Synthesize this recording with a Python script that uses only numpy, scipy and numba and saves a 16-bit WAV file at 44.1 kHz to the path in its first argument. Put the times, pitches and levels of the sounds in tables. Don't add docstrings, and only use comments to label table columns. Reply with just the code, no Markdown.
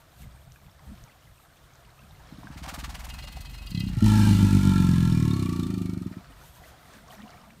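import sys
import numpy as np
from scipy import signal
from scipy.fft import rfft, irfft
from scipy.io import wavfile
from scipy.ndimage import uniform_filter1d
from numba import njit

SR = 44100
rng = np.random.default_rng(int(sys.argv[2]) if len(sys.argv) > 2 else 0)


def unload_wav(signal):
    wavfile.write(
        sys.argv[1],
        SR,
        np.round(np.clip(np.atleast_2d(signal).T, -1, 1) * 32767).astype(np.int16),
    )


def ratio(d):
    e = np.asarray(d, float) / 20
    return 10 ** e


N = 335160

# (time [s], effort [dB])
BELLOW = [
    (4.016, -16),
    (4.3, -15.5),
    (4.9, -18.5),
    (5.2, -19.5),
    (5.42, -25),
    (5.8, -28),
    (5.98, -32),
    (6.1, -35),
    (6.2, -46),
]
# (time [s], rate [Hz])
FOLD_RATE = [(4.016, 53.79), (4.25, 51.96), (4.65, 47.81), (5.04, 42.67), (5.3, 36.0), (5.45, 30.21),
             (5.75, 26.47), (5.92, 25.35), (6.2, 15.69)]
# (rate [Hz]), (share [1])
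WEAK = ((53, 52, 50.5, 49.5, 47.5, 46.3, 39.5, 36.5, 26, 16),
         (.04, .15, .15, .04, .06, .32, .25, .03, .06, .5))
# (rate [Hz]), (lead [cycles])
EARLY = ((53, 52, 50.5, 49.5, 47.5, 46.3, 39.5, 36.5), (.02, .05, .058, .012, .012, .055, .06, 0))
# (rate [Hz]), (share [1])
REBOUND = ((52, 50.5, 49, 43, 31, 28), (.45, .36, 0, .05, .28, .35))
# (rate [Hz]), (delay [ms])
REBOUND_MS = ((53.5, 40), (9.4, 12))
# (rate [Hz]), (centre [Hz])
NECK = ((52, 50.5, 48.5, 44, 41, 38, 33, 30, 26), (200, 190, 170, 166, 158, 146, 135, 160, 175))
# (rate [Hz]), (level [dB])
PHARYNX = ((52, 46, 40, 33, 30, 24), (-2, -4.5, -4, -2, 0, -3))
# (rate [Hz]), (share [1])
PULSED = ((53.7, 53.2, 45, 29, 26, 20), (.58, .2, .35, .46, .55, .65))
# (rate [Hz]), (level [dB])
HISS_DIES = ((20, 16), (0, -16))
# (rate [Hz]), (level [dB])
UPPER = (52, 47, 42, 36, 29, 16), (-14, -12, -16, -6, -2, -5)
CHEST = (53.5, 52.8, 43, 36, 29, 16), (-10, -13, -14, -19, -18, -20)
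FLIP_HZ, FORESLAP, FORESLAP_MS = 27.75, ((27.7, 25, 16), (.45, .17, .1)), -11
THROB_HZ, THROB_SPAN_HZ, THROB, THROB_REST = 49, 2.2, .3, .06
# (centre [Hz], width [Hz], level [dB])
THROAT = [(48.8, 7.5, 0), (97, 39.4, 4.5), (273, 270, 0)]

# (time [s], airflow [dB], mouth resonance [Hz], mouth opening [dB])
BREATH = [
    (3.9, -63, 960, -15),
    (4.0, -52, 950, -19),
    (4.06, -39.5, 910, -1.5),
    (4.3, -38.5, 924, -9),
    (4.6, -43, 986, -9),
    (4.95, -43, 1033, -7),
    (5.5, -48, 1140, 2),
    (5.9, -57, 1202, -1.5),
    (6.22, -66.5, 1330, 3),
]
# (centre [Hz], width [Hz], level [dB])
AIRWAY = [(635, 40, -8), (1325, 45, 1), (1385, 45, 3), (1990, 45, -6), (2212, 54, -4), (2396, 32, 1),
          (2560, 43, -8), (2837, 35, -4), (3056, 35, -5), (3582, 65, -4), (4070, 40, -7), (4250, 55, -6),
          (5420, 50, -9)]
# (centre [Hz], width [Hz], level [dB])
RASP = [(1330, 30, 1), (1710, 40, 3), (2320, 26, -38), (3610, 49, -30), (4000, 90, 1), (4160, 70, -8),
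        (4570, 33, 16), (5200, 64, -18)]
# (frequency [Hz], density [dB])
HISS = [(260, -42), (450, -15), (791, -19.5), (890, -18), (1150, -14), (1330, -11), (1870, -33),
        (2410, -17), (2590, -17.5), (4160, -14), (4830, -17), (9280, -19), (15600, -28.5)]
HISS_DB, HISS_DIP_DB = 1.5, -2.5
# (time [s]), (centre [Hz])
PALATE = (3.95, 4.5, 5.5), (862, 885, 908)
TONGUE = (4.03, 4.27, 4.46, 5.1, 5.9), (1810, 1570, 1680, 1670, 1850)
# (time [s]), (level [dB])
PALATE_DB, TONGUE_DB = ((4.3, 4.7, 5.0, 5.6), (-1, -5, -8, -8)), -8
# (time [s], peak [dB], ring [Hz])
SNAPS = [(5.1173, -29.5, 3630), (5.2495, -38, 2400), (5.3403, -26, 4280), (5.3991, -30, 4170),
         (5.4635, -34, 2360), (5.5973, -33, 3880), (5.6341, -30, 3600), (5.6674, -47, 2390),
         (5.7039, -49, 2280), (5.74, -33, 4450), (5.7778, -52, 2470), (5.813, -53, 2320)]

# (time [s], level [dB])
FLAPS = [
    (3.712, -33),
    (3.76, -30.5),
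    (3.805, -23),
    (3.84, -29.5),
    (3.92, -32),
    (3.96, -27),
]
# (time [s], rate [Hz])
FLAP_RATE = [(3.72, 35), (3.79, 34.3), (3.82, 31), (3.87, 32.8), (3.92, 30), (3.97, 21)]

# (time [s], flank effort [dB], water thrown [dB])
SHUDDER = [
    (2.29, -58, -77),
    (2.42, -53, -65),
    (2.58, -43.5, -48),
    (2.69, -43, -40),
    (2.8, -37.5, -42.5),
    (3.1, -39, -47),
    (3.3, -45.5, -51),
    (3.65, -38.5, -55),
    (3.8, -45, -52.5),
    (3.9, -34, -53),
]
# (time [s], rate [Hz])
FLANK_RATE = [(2.4, 16.65), (2.6, 17.64), (2.8, 19.59), (3.0, 19.94), (3.2, 22.42), (3.4, 22.63),
              (3.6, 23.85), (3.8, 22.5)]
# (time [s]), (centre [Hz])
FLANK_HZ = ((2.5, 2.9, 3.2, 3.45), (56, 50, 52, 44))
SNAP_LOOSE_DB, SNAP_TIGHT_DB, SNAP_TIGHTENS_S = -46, -58.5, (2.84, 2.97)
SPRAY_TILT_DB = (-9.5, 0.5, 0.5)
SPRAY_FINER_S = (2.5, 2.72, 3.7)
SPRAY_FILLS_S, SPRAY_EVEN = (2.8, 3.9), (0.04, 0.4)
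BIG_DROPS_LEAD = .035
BIG_DROPS_LINGER = .12
MIST_GRAIN_DB = 3.5
# levels [dB], times [s]
WHISTLE_DB, WHISTLE_OPENS_S = (-67, -52.5, -57, -58), (3.05, 3.2, 3.88, 3.96)
# (centre [Hz], width [Hz], level [dB])
NOSTRIL = [(2020, 20, -2), (2560, 14, 4), (2830, 17, 2), (3150, 20, 0), (3350, 30, -8), (3750, 55, -7),
           (4150, 62, -4), (4380, 59, -7), (4740, 65, -7), (5210, 59, -11)]
# (time [s], peak [dB])
KNOCKS = [(3.0992, -32.5), (3.1388, -40), (3.1867, -39), (3.223, -37), (3.271, -34), (3.4064, -52),
          (3.4554, -38), (3.5354, -58), (3.6237, -49), (3.6691, -32.5), (3.714, -34), (3.7467, -28),
          (3.7733, -30), (3.8028, -26.5), (3.8394, -45), (3.8715, -35.5), (3.981, -39)]

# (frequency [Hz], density [dB])
POND = [(150, -42), (250, 2.5), (420, -1), (636, 3.5), (783, -5), (1290, 1.5), (2720, -9.5), (3650, -8.5),
        (5070, -12), (8510, -17.5), (10500, -17), (13100, -41), (15600, -17)]
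# (time [s], level [dB], half length [s])
LAPS = [(.23, -64, 0.046), (1.0, -62.5, 0.13), (1.95, -62, 0.097), (2.35, -61, 0.32), (6.2, -61.5, 0.13),
        (6.43, -60.5, 0.048), (6.67, -56, 0.09), (6.95, -57, 0.044), (7.15, -52.5, 0.072),
        (7.28, -53.5, 0.14), (7.51, -67, 0.15)]
STILL_DB, WAKE_DB, WAKE_S = -58, -55.5, (2.3, 6.2)
LAP_WANDER_DB, LAP_LOUDEST_DB, LAP_SPREAD_DB = 2.2, 13, 4.6
# (time [s], peak [dB], pitch [Hz], ring [cycles])
DRIPS = [(0.56, -45, 1600, 4.5), (0.696, -54, 3560, 5.2), (0.74, -63, 980, 6), (0.793, -51, 1060, 5.7),
         (0.974, -61, 1040, 8.3), (1.273, -54, 1990, 8), (1.4, -48, 1270, 4.6), (1.63, -62, 630, 6),
         (1.705, -54, 1220, 5.4), (1.926, -64, 600, 5.5), (1.994, -58, 594, 6), (2.037, -57, 684, 6),
         (2.111, -66, 694, 6), (2.203, -50, 795, 6), (2.433, -36, 995, 2.5), (2.471, -33.5, 1550, 5.4),
         (3.24, -44, 568, 6.3), (3.371, -36, 740, 4.2), (5.311, -34.5, 3610, 36), (6.301, -44.5, 264, 3.8),
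         (6.139, -46, 1880, 8), (6.414, -45, 1400, 5.3), (6.638, -40, 1950, 8.6), (6.733, -62, 740, 5.5),
         (6.83, -50, 1260, 4.9), (7.087, -42, 1110, 4.9), (7.107, -43, 2980, 5.5), (7.135, -41, 860, 4.6),
         (7.298, -55, 696, 7.8), (7.506, -40, 2220, 3.9)]
# (time [s], peak [dB], bubble [Hz])
PLINKS = [(0.2199, -44, 2680), (0.2414, -44, 2080), (0.52, -43, 6340), (0.5595, -42.5, 2480),
          (0.6649, -49, 2470), (0.6963, -51, 3420), (0.7941, -46, 2010), (0.865, -51, 1820),
          (0.9737, -51, 2080), (1.0393, -56, 5900), (1.0959, -45, 2010), (1.2246, -49, 2850),
          (1.2735, -53, 2010), (1.3977, -57, 1920), (1.5698, -48, 6020), (1.6427, -53, 3710),
          (1.7055, -50, 2180), (1.7365, -44, 6260), (1.8507, -50, 2240), (1.9919, -41.5, 2600),
          (2.037, -45, 2500), (2.1096, -42, 3700), (2.1505, -47, 2070), (2.2014, -45, 1670),
          (2.237, -50, 3730), (2.3146, -55, 1900),
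          (6.2881, -54, 2200), (6.3265, -49, 1600), (6.3964, -49, 2450), (6.4233, -44, 1490),
               (6.6378, -40, 2010), (6.8314, -46, 2040), (6.8816, -47, 1870), (6.9357, -40, 1640),
               (6.9646, -45, 1530), (6.987, -40, 1530), (7.0334, -47, 2040), (7.0843, -46, 1520),
               (7.1073, -46, 3040), (7.1821, -39, 1800), (7.221, -42, 3080), (7.292, -49, 2020),
               (7.373, -41, 2330), (7.5049, -38, 2310)]

# (frequency [Hz], density [dB])
GRASS = [(1470, -14), (2500, -0.5), (3220, 4), (4470, -0.5), (4830, -5), (6920, -1), (10400, -2),
         (13000, 2.5), (15600, -5)]
# (time [s], level [dB], half length [s])
RUSTLES = [(.22, -57.5, 0.036), (.54, -70, 0.028), (1.02, -72, 0.03), (1.45, -91, 0.069), (2.2, -89, 0.092),
           (6.456, -59.5, 0.052), (6.57, -59, 0.031), (6.66, -59, 0.043), (6.87, -72, 0.083),
           (7.13, -55, 0.022), (7.5, -82, 0.062)]
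GRASS_REST_DB = -64.5
# (time [s], peak [dB], centre [Hz])
TICKS = [(0.22, -39, 9260), (0.521, -38, 5700), (0.665, -49, 3630), (0.7826, -57, 4300),
         (1.0395, -36, 6400), (1.0844, -49, 8700), (1.7559, -43, 6400), (6.4637, -52, 6970),
         (6.9371, -39.5, 6880), (7.0858, -51.5, 4120), (7.1144, -41, 4690), (7.22, -38, 3500),
         (7.2944, -44, 4670), (7.3053, -38, 5500)]
# (pitch [Hz], level [dB], first phrase centre [s], repeat [s], phrase length [s])
SONGS = [
    (8400, -76, .35, .553, .32),
    (9150, -73, .17, .186, .055),
    (5400, -74, 2.42, 9, .45),
]
# (frequency [Hz], density [dB])
WIND = [(13, -39), (22, 2), (42, 0.5), (64, 8), (103, -0.5), (136, 4.5), (308, -28.5), (341, -29),
        (450, -23), (580, -77), (990, -120)]
# (time [s], level [dB], half length [s])
GUSTS = [(.24, -52.5, 0.056), (.49, -53, 0.047), (.68, -59, 0.085), (.9, -46.5, 0.052),
         (1.03, -50.5, 0.014), (1.27, -58, 0.039), (1.64, -60, 0.024), (1.86, -69, 0.025), (2.4, -59, 0.12),
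         (3.2, -50, 1), (6.31, -60, 0.05), (6.67, -60, 0.21), (6.9, -59, 0.042), (7.14, -66, 0.14),
         (7.4, -60, 0.064), (7.6, -52, 0.042)]
CALM_DB = -57.5
FAR_DB, FAR_PER_GUST_DB, FAR_LATE_DB, FAR_NEARS_S = -76.5, 2.11, -51.5, (6.8, 6.95)


def ramp(times, values):
    return np.interp(np.arange(N) / SR, times, values)


def curves(table):
    s, *columns = np.transpose(table)
    mask = ramp([s[0] - .012, s[0], s[-1], s[-1] + 0.27], [0, 1, 1, 0])
    return [ramp(s, column) for column in columns] + [mask]


def law(rate, rule):
    return np.interp(-rate, -np.array(rule[0], float), rule[1])


def swells(events, rest_db):
    t = np.arange(N) / SR
    bells = sum(ratio(db) * np.exp(-((t - s) / half) ** 2) for s, db, half in events)
    return 20 * np.log10(ratio(rest_db) + bells)


def unit(x, weight=1.):
    return x / np.sqrt(np.sum(weight * x ** 2) / np.sum(weight + 0 * x))


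def steady(x):
    return x / np.sqrt(uniform_filter1d(x ** 2, 7000) + 1e-12)


def coloured(spectrum):
    hz, db = np.transpose(spectrum)
    f = np.maximum(np.fft.rfftfreq(N, 1 / SR), 1)
    gain = ratio(np.interp(np.log(f), np.log(hz), db, -90, -90))
    return unit(irfft(rfft(rng.standard_normal(N)) * gain, N))


def walk(rate):
    k = int(SR / rate)
    held = np.repeat(rng.standard_normal(N // 200 + 1), k)[:N]
    return unit(uniform_filter1d(uniform_filter1d(held, k), k))


@njit
def svf(x, hz, width):
    y, b, l = np.empty(len(x)), 0., 0.
    for i in range(len(x)):
        g, k = np.tan(np.pi * hz[i] / SR), width / hz[i]
        v = (b + g * (x[i] - l)) / (1 + g * (g + k))
        b, l, y[i] = 2 * v - b, l + 2 * g * v, k * v
    return y


def ring(x, modes, patchy_db=0., drift=0.):
    out = np.zeros(N)
    for k, (hz, width, db) in enumerate(modes):
        level_db = db + (patchy_db * walk(9.7) if patchy_db else np.zeros(N))
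        centre_hz = hz * (1 + (drift * walk(6) if drift else np.zeros(N)))
        out += (-1) ** k * ratio(level_db) * svf(x, centre_hz, 1. * width)
    return out


@njit
def bubbles(start, hz, cycles, size, rise):
    y = np.zeros(N)
    for k in range(len(start)):
        fade, p, a, i = hz[k] / cycles[k] / SR, 0., size[k], int(start[k] * SR)
        for j in range(min(int(6 / fade), N - i)):
            p += 2 * np.pi * hz[k] / SR * (1 + rise * j * fade)
            y[i + j] += a * np.sin(p)
            a *= 1 - fade
    return y


def beats(rate, first_s, jitter, scatter_db):
    turns = np.cumsum(curves(rate)[0]) / SR
    turns = turns - turns[int(first_s * SR)] + jitter * walk(25) + 600
    return turns, ratio(scatter_db * rng.standard_normal(1200))[turns.astype(int)]


def wraps(turns):
    return np.maximum(np.diff(np.floor(turns), prepend=np.floor(turns[0])), 0)


def bellow():
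    rate = curves(FOLD_RATE)[0]
    turns, size = beats(FOLD_RATE, 4.039, jitter=.016, scatter_db=.8)
    throb = THROB_REST + THROB * np.exp(-((rate - THROB_HZ) / THROB_SPAN_HZ) ** 2)
    size = size * (1 + throb * np.cos(np.pi * (turns - 614) / 3))
    s, peak_db, hz = np.transpose(SNAPS)
    snaps = bubbles(s, hz, 22 + 0 * s, ratio(peak_db - 8), 0.)
    return fold_voice(rate, turns, size) + breath(rate, turns, size) + snaps


def fold_voice(rate, turns, size):
    db, on = curves(BELLOW)
    strong_beats = wraps(turns / 2)
    weak_beats = (1 - law(rate, WEAK)) * wraps((turns + 1 + law(rate, EARLY)) / 2)
    clicks = size * (strong_beats + weak_beats) * (on == 1)
    tight = rate > FLIP_HZ
    second = np.where(tight, law(rate, REBOUND), law(rate, FORESLAP))
    lag_ms = np.where(tight, law(rate, REBOUND_MS), FORESLAP_MS)
    at = np.flatnonzero(clicks)
    clicks[at + (lag_ms[at] * SR / 1000).astype(int)] += second[at] * clicks[at]
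    levels_db = law(rate, UPPER), law(rate, CHEST), law(rate, PHARYNX)
    return -on * ratio(db) * steady(throat(clicks + 1e-9, law(rate, NECK), *levels_db))


def throat(clicks, centre_hz, upper_db, chest_db, low_db=0):
    chest, low, upper = (ring(ring(clicks, [mode]), [mode]) for mode in THROAT)
    neck = svf(svf(clicks, centre_hz, 73.0), centre_hz, 73.0)
    middle = steady(ratio(low_db) * low - ratio(6.0) * neck)
    voice = middle - ratio(chest_db) * steady(chest) + ratio(upper_db) * steady(upper)
    return signal.sosfilt(signal.cheby2(7, 40, 465, fs=SR, output="sos"), voice)


def breath(rate, turns, size):
    on = curves(BELLOW)[-1]
    airway_db, mouth_hz, open_db, blowing = curves(BREATH)
    pulsed = law(rate, PULSED)
    late = (turns - .19) % 1
    burst = 5 * size * (1 - np.exp(-late / .015)) * np.exp(-late / .13)
    puff = (1 - pulsed + pulsed * burst) * ratio(0.77 * walk(11))
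    slap = ratio(20) * pulsed ** 2 * size * wraps(turns - .21)
    air = puff * rng.standard_normal(N) + slap

    mouth = unit(svf(svf(air, mouth_hz, 37.0), mouth_hz, 150.0), on)
    palate_hz, tongue_hz = ramp(*PALATE), ramp(*TONGUE)
    palate = ratio(ramp(*PALATE_DB)) * unit(svf(svf(air, palate_hz, 20.0), palate_hz, 82.0), on)
    tongue = ratio(TONGUE_DB + 3.9 * walk(9)) * unit(svf(air, tongue_hz, 59.0), on)
    airway = unit(ring(air, AIRWAY, patchy_db=3.0, drift=0.0056), on)

    hiss_db = airway_db + HISS_DB + HISS_DIP_DB * 2 * law(rate, WEAK) + law(rate, HISS_DIES)
    hiss = ratio(hiss_db) * puff * coloured(HISS)
    rasp = steady(ring(burst * rng.standard_normal(N), RASP, patchy_db=4.5, drift=.01))
    rasp = ratio(airway_db - 4.5) * pulsed ** 2 * rasp
    ringing = ratio(airway_db) * (airway + palate + tongue) + ratio(airway_db + open_db) * mouth
    return blowing * (ringing + hiss + rasp)


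def flaps():
    db, on = curves(FLAPS)
    turns, size = beats(FLAP_RATE, 3.714, jitter=0.002, scatter_db=2)
    neck_hz = ramp((3.82, 3.87, 3.98), (165, 200, 120))
    return -on * ratio(db) * steady(throat(size * wraps(turns), neck_hz, -21, -33, -4))


def shudder():
    thump_db, spray_db, on = curves(SHUDDER)
    turns, size = beats(FLANK_RATE, 2.383, jitter=0.005, scatter_db=1.2)
    body_hz = ramp(*FLANK_HZ)
    thump = svf(svf(np.sqrt(size) * wraps(turns), body_hz, 28.), body_hz, 28.)
    snap_db = ramp(SNAP_TIGHTENS_S, (SNAP_LOOSE_DB, SNAP_TIGHT_DB))
    snap = ring(ring(size * wraps(turns), [(142, 32, 2), (290, 64, -4.5)]), [(196, 260, 0)])
    gates = spray_gates(turns)
    whistle = unit(ring(gates[2] * rng.standard_normal(N), NOSTRIL, patchy_db=2.2), on)
    whistle_db = ramp(WHISTLE_OPENS_S, WHISTLE_DB)
    body = -ratio(thump_db) * unit(thump, on) - ratio(snap_db) * unit(snap, on)
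    return on * (body + ratio(spray_db) * spray(gates, on) + ratio(whistle_db) * whistle)


def spray_gates(turns):
    even = ramp(SPRAY_FILLS_S, SPRAY_EVEN)
    thrown = turns - .25 + .04 * walk(20)
    gates = []
    for k in range(5):
        late = (thrown + BIG_DROPS_LEAD * (4 - k)) % 1
        shower = (1 - np.exp(-late / .09)) * np.exp(-(late / (.68 * .79 ** k)) ** 2)
        gates.append(even + BIG_DROPS_LINGER * 2 ** -k + shower)
    return gates


def spray(gates, on):
    chance = rng.random((9000, 4)).T
    drop_size = ratio(np.minimum(-4.5 * np.log(chance[1]), 17))
    drop_hz = 650 * 2 ** (3.99 * chance[2])
    drops = bubbles(1.6 + 1.7 * chance[0], drop_hz, 2.1 + 2.9 * chance[3], drop_size, 0.039)
    tilt_db = ramp(SPRAY_FINER_S, SPRAY_TILT_DB)
    mist = np.zeros(N)
    for k, gate in enumerate(gates):
        band = unit(svf(rng.standard_normal(N), np.full(N, 850 * 1.75 ** k), 650 * 2.4 ** k))
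        mist += gate * ratio(tilt_db * k + 3.6 * walk(29.61) + MIST_GRAIN_DB * walk(210)) * band
    both = steady(gates[0] * unit(drops, on) * ratio(-5.5) + steady(mist))
    return signal.sosfilt(signal.butter(4, 550, "highpass", fs=SR, output="sos"), both)


def knocks():
    t = np.arange(N) / SR
    decays = sum(ratio(db) * (t > s) * np.exp(-np.maximum(t - s, 0) / 0.0064) for s, db in KNOCKS)
    puffs = decays * rng.standard_normal(N)
    return ratio(14) * ring(puffs, NOSTRIL, patchy_db=2) + ratio(-11) * svf(puffs, np.full(N, 4200.), 3000.)


def pond():
    lap_db = swells(LAPS, ramp(WAKE_S, (STILL_DB, WAKE_DB)))
    chance = rng.random((3000, 4)).T
    bubble_size = ratio(np.minimum(-LAP_SPREAD_DB * np.log(chance[1]), LAP_LOUDEST_DB))
    bubble_hz = 650 * 2 ** (3.3 * chance[2] ** 1.5)
    laps = bubbles(7.55 * chance[0], bubble_hz, 3.1 + 9.2 * chance[3], bubble_size, 0.045)
    wash = coloured(POND) * ratio(LAP_WANDER_DB * walk(7.0))
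    return ratio(-68) * coloured(POND) + ratio(lap_db - 6.5) * (wash + unit(laps))


def drips():
    s, peak_db, hz, cycles = np.transpose(DRIPS)
    single = bubbles(s, hz, cycles, ratio(peak_db), 0.023)
    s, peak_db, hz = np.transpose(PLINKS)
    return single + bubbles(s, hz, 8 + 0 * s, ratio(peak_db - 6), 0.012)


def grass():
    rustle = coloured(GRASS) * ratio(swells(RUSTLES, GRASS_REST_DB) - 3 + 1.6 * walk(40))
    s, peak_db, hz = np.transpose(TICKS)
    return rustle + bubbles(s, hz, 2.0 + 0 * s, ratio(peak_db), 0.)


def insects():
    t, out = np.arange(N) / SR, 0
    scrape = rng.standard_normal(N) * ratio(16.0)
    trill = (1 + np.sin(2 * np.pi * 62 * t)) ** 1.3
    for hz, db, first_s, every_s, length_s in SONGS:
        off = (t - first_s + every_s / 2) % every_s - every_s / 2
        phrase = np.exp(-(2 * off / length_s) ** 4) * (trill if length_s > .1 else 1)
        out = out + ring(phrase * scrape, [(hz, hz / 30, db)], patchy_db=1.5)
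    return out


def wind_and_rumble():
    wind_db = swells(GUSTS, CALM_DB)
    wind = coloured(WIND) * ratio(wind_db + 2.36 * walk(20))
    far_db = FAR_DB + FAR_PER_GUST_DB * (wind_db - CALM_DB)
    far_db = np.maximum(far_db, ramp(FAR_NEARS_S, (FAR_DB, FAR_LATE_DB)))
    rumble = unit(ring(ring(rng.standard_normal(N), [(203.0, 52, 0)]), [(203, 49, 0)]))
    return wind + rumble * ratio(far_db - 5 + 5.1 * walk(35))


def scene():
    animal = bellow() + flaps() + shudder() + knocks()
    t = np.arange(SR // 4) / SR
    banks = rng.standard_normal(SR // 4) * np.exp(-t / 0.031)
    echo = signal.fftconvolve(animal, banks / np.sqrt(np.sum(banks ** 2)))[:N]
    echo = ratio(-15) * np.pad(echo, (600, 0))[:N]
    wetland = pond() + drips() + grass() + insects() + wind_and_rumble()
    return (animal + echo + wetland)[None]


def roll_off(x):
    return signal.sosfilt(signal.butter(12, 15740, fs=SR, output="sos"), x)


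def record(dry):
    x = signal.sosfilt(signal.butter(2, 28, "highpass", fs=SR, output="sos"), dry[0])
    x = x - 0.42 * svf(x, np.full(N, 10500.), 1070.0)
    x = signal.sosfilt(signal.ellip(10, .3, 60, 15650, fs=SR, output="sos"), x)
    mix = np.tanh(1.083 * x[None]) / 1.132
    return roll_off(mix)


dry = scene()
out = record(dry)
unload_wav(out)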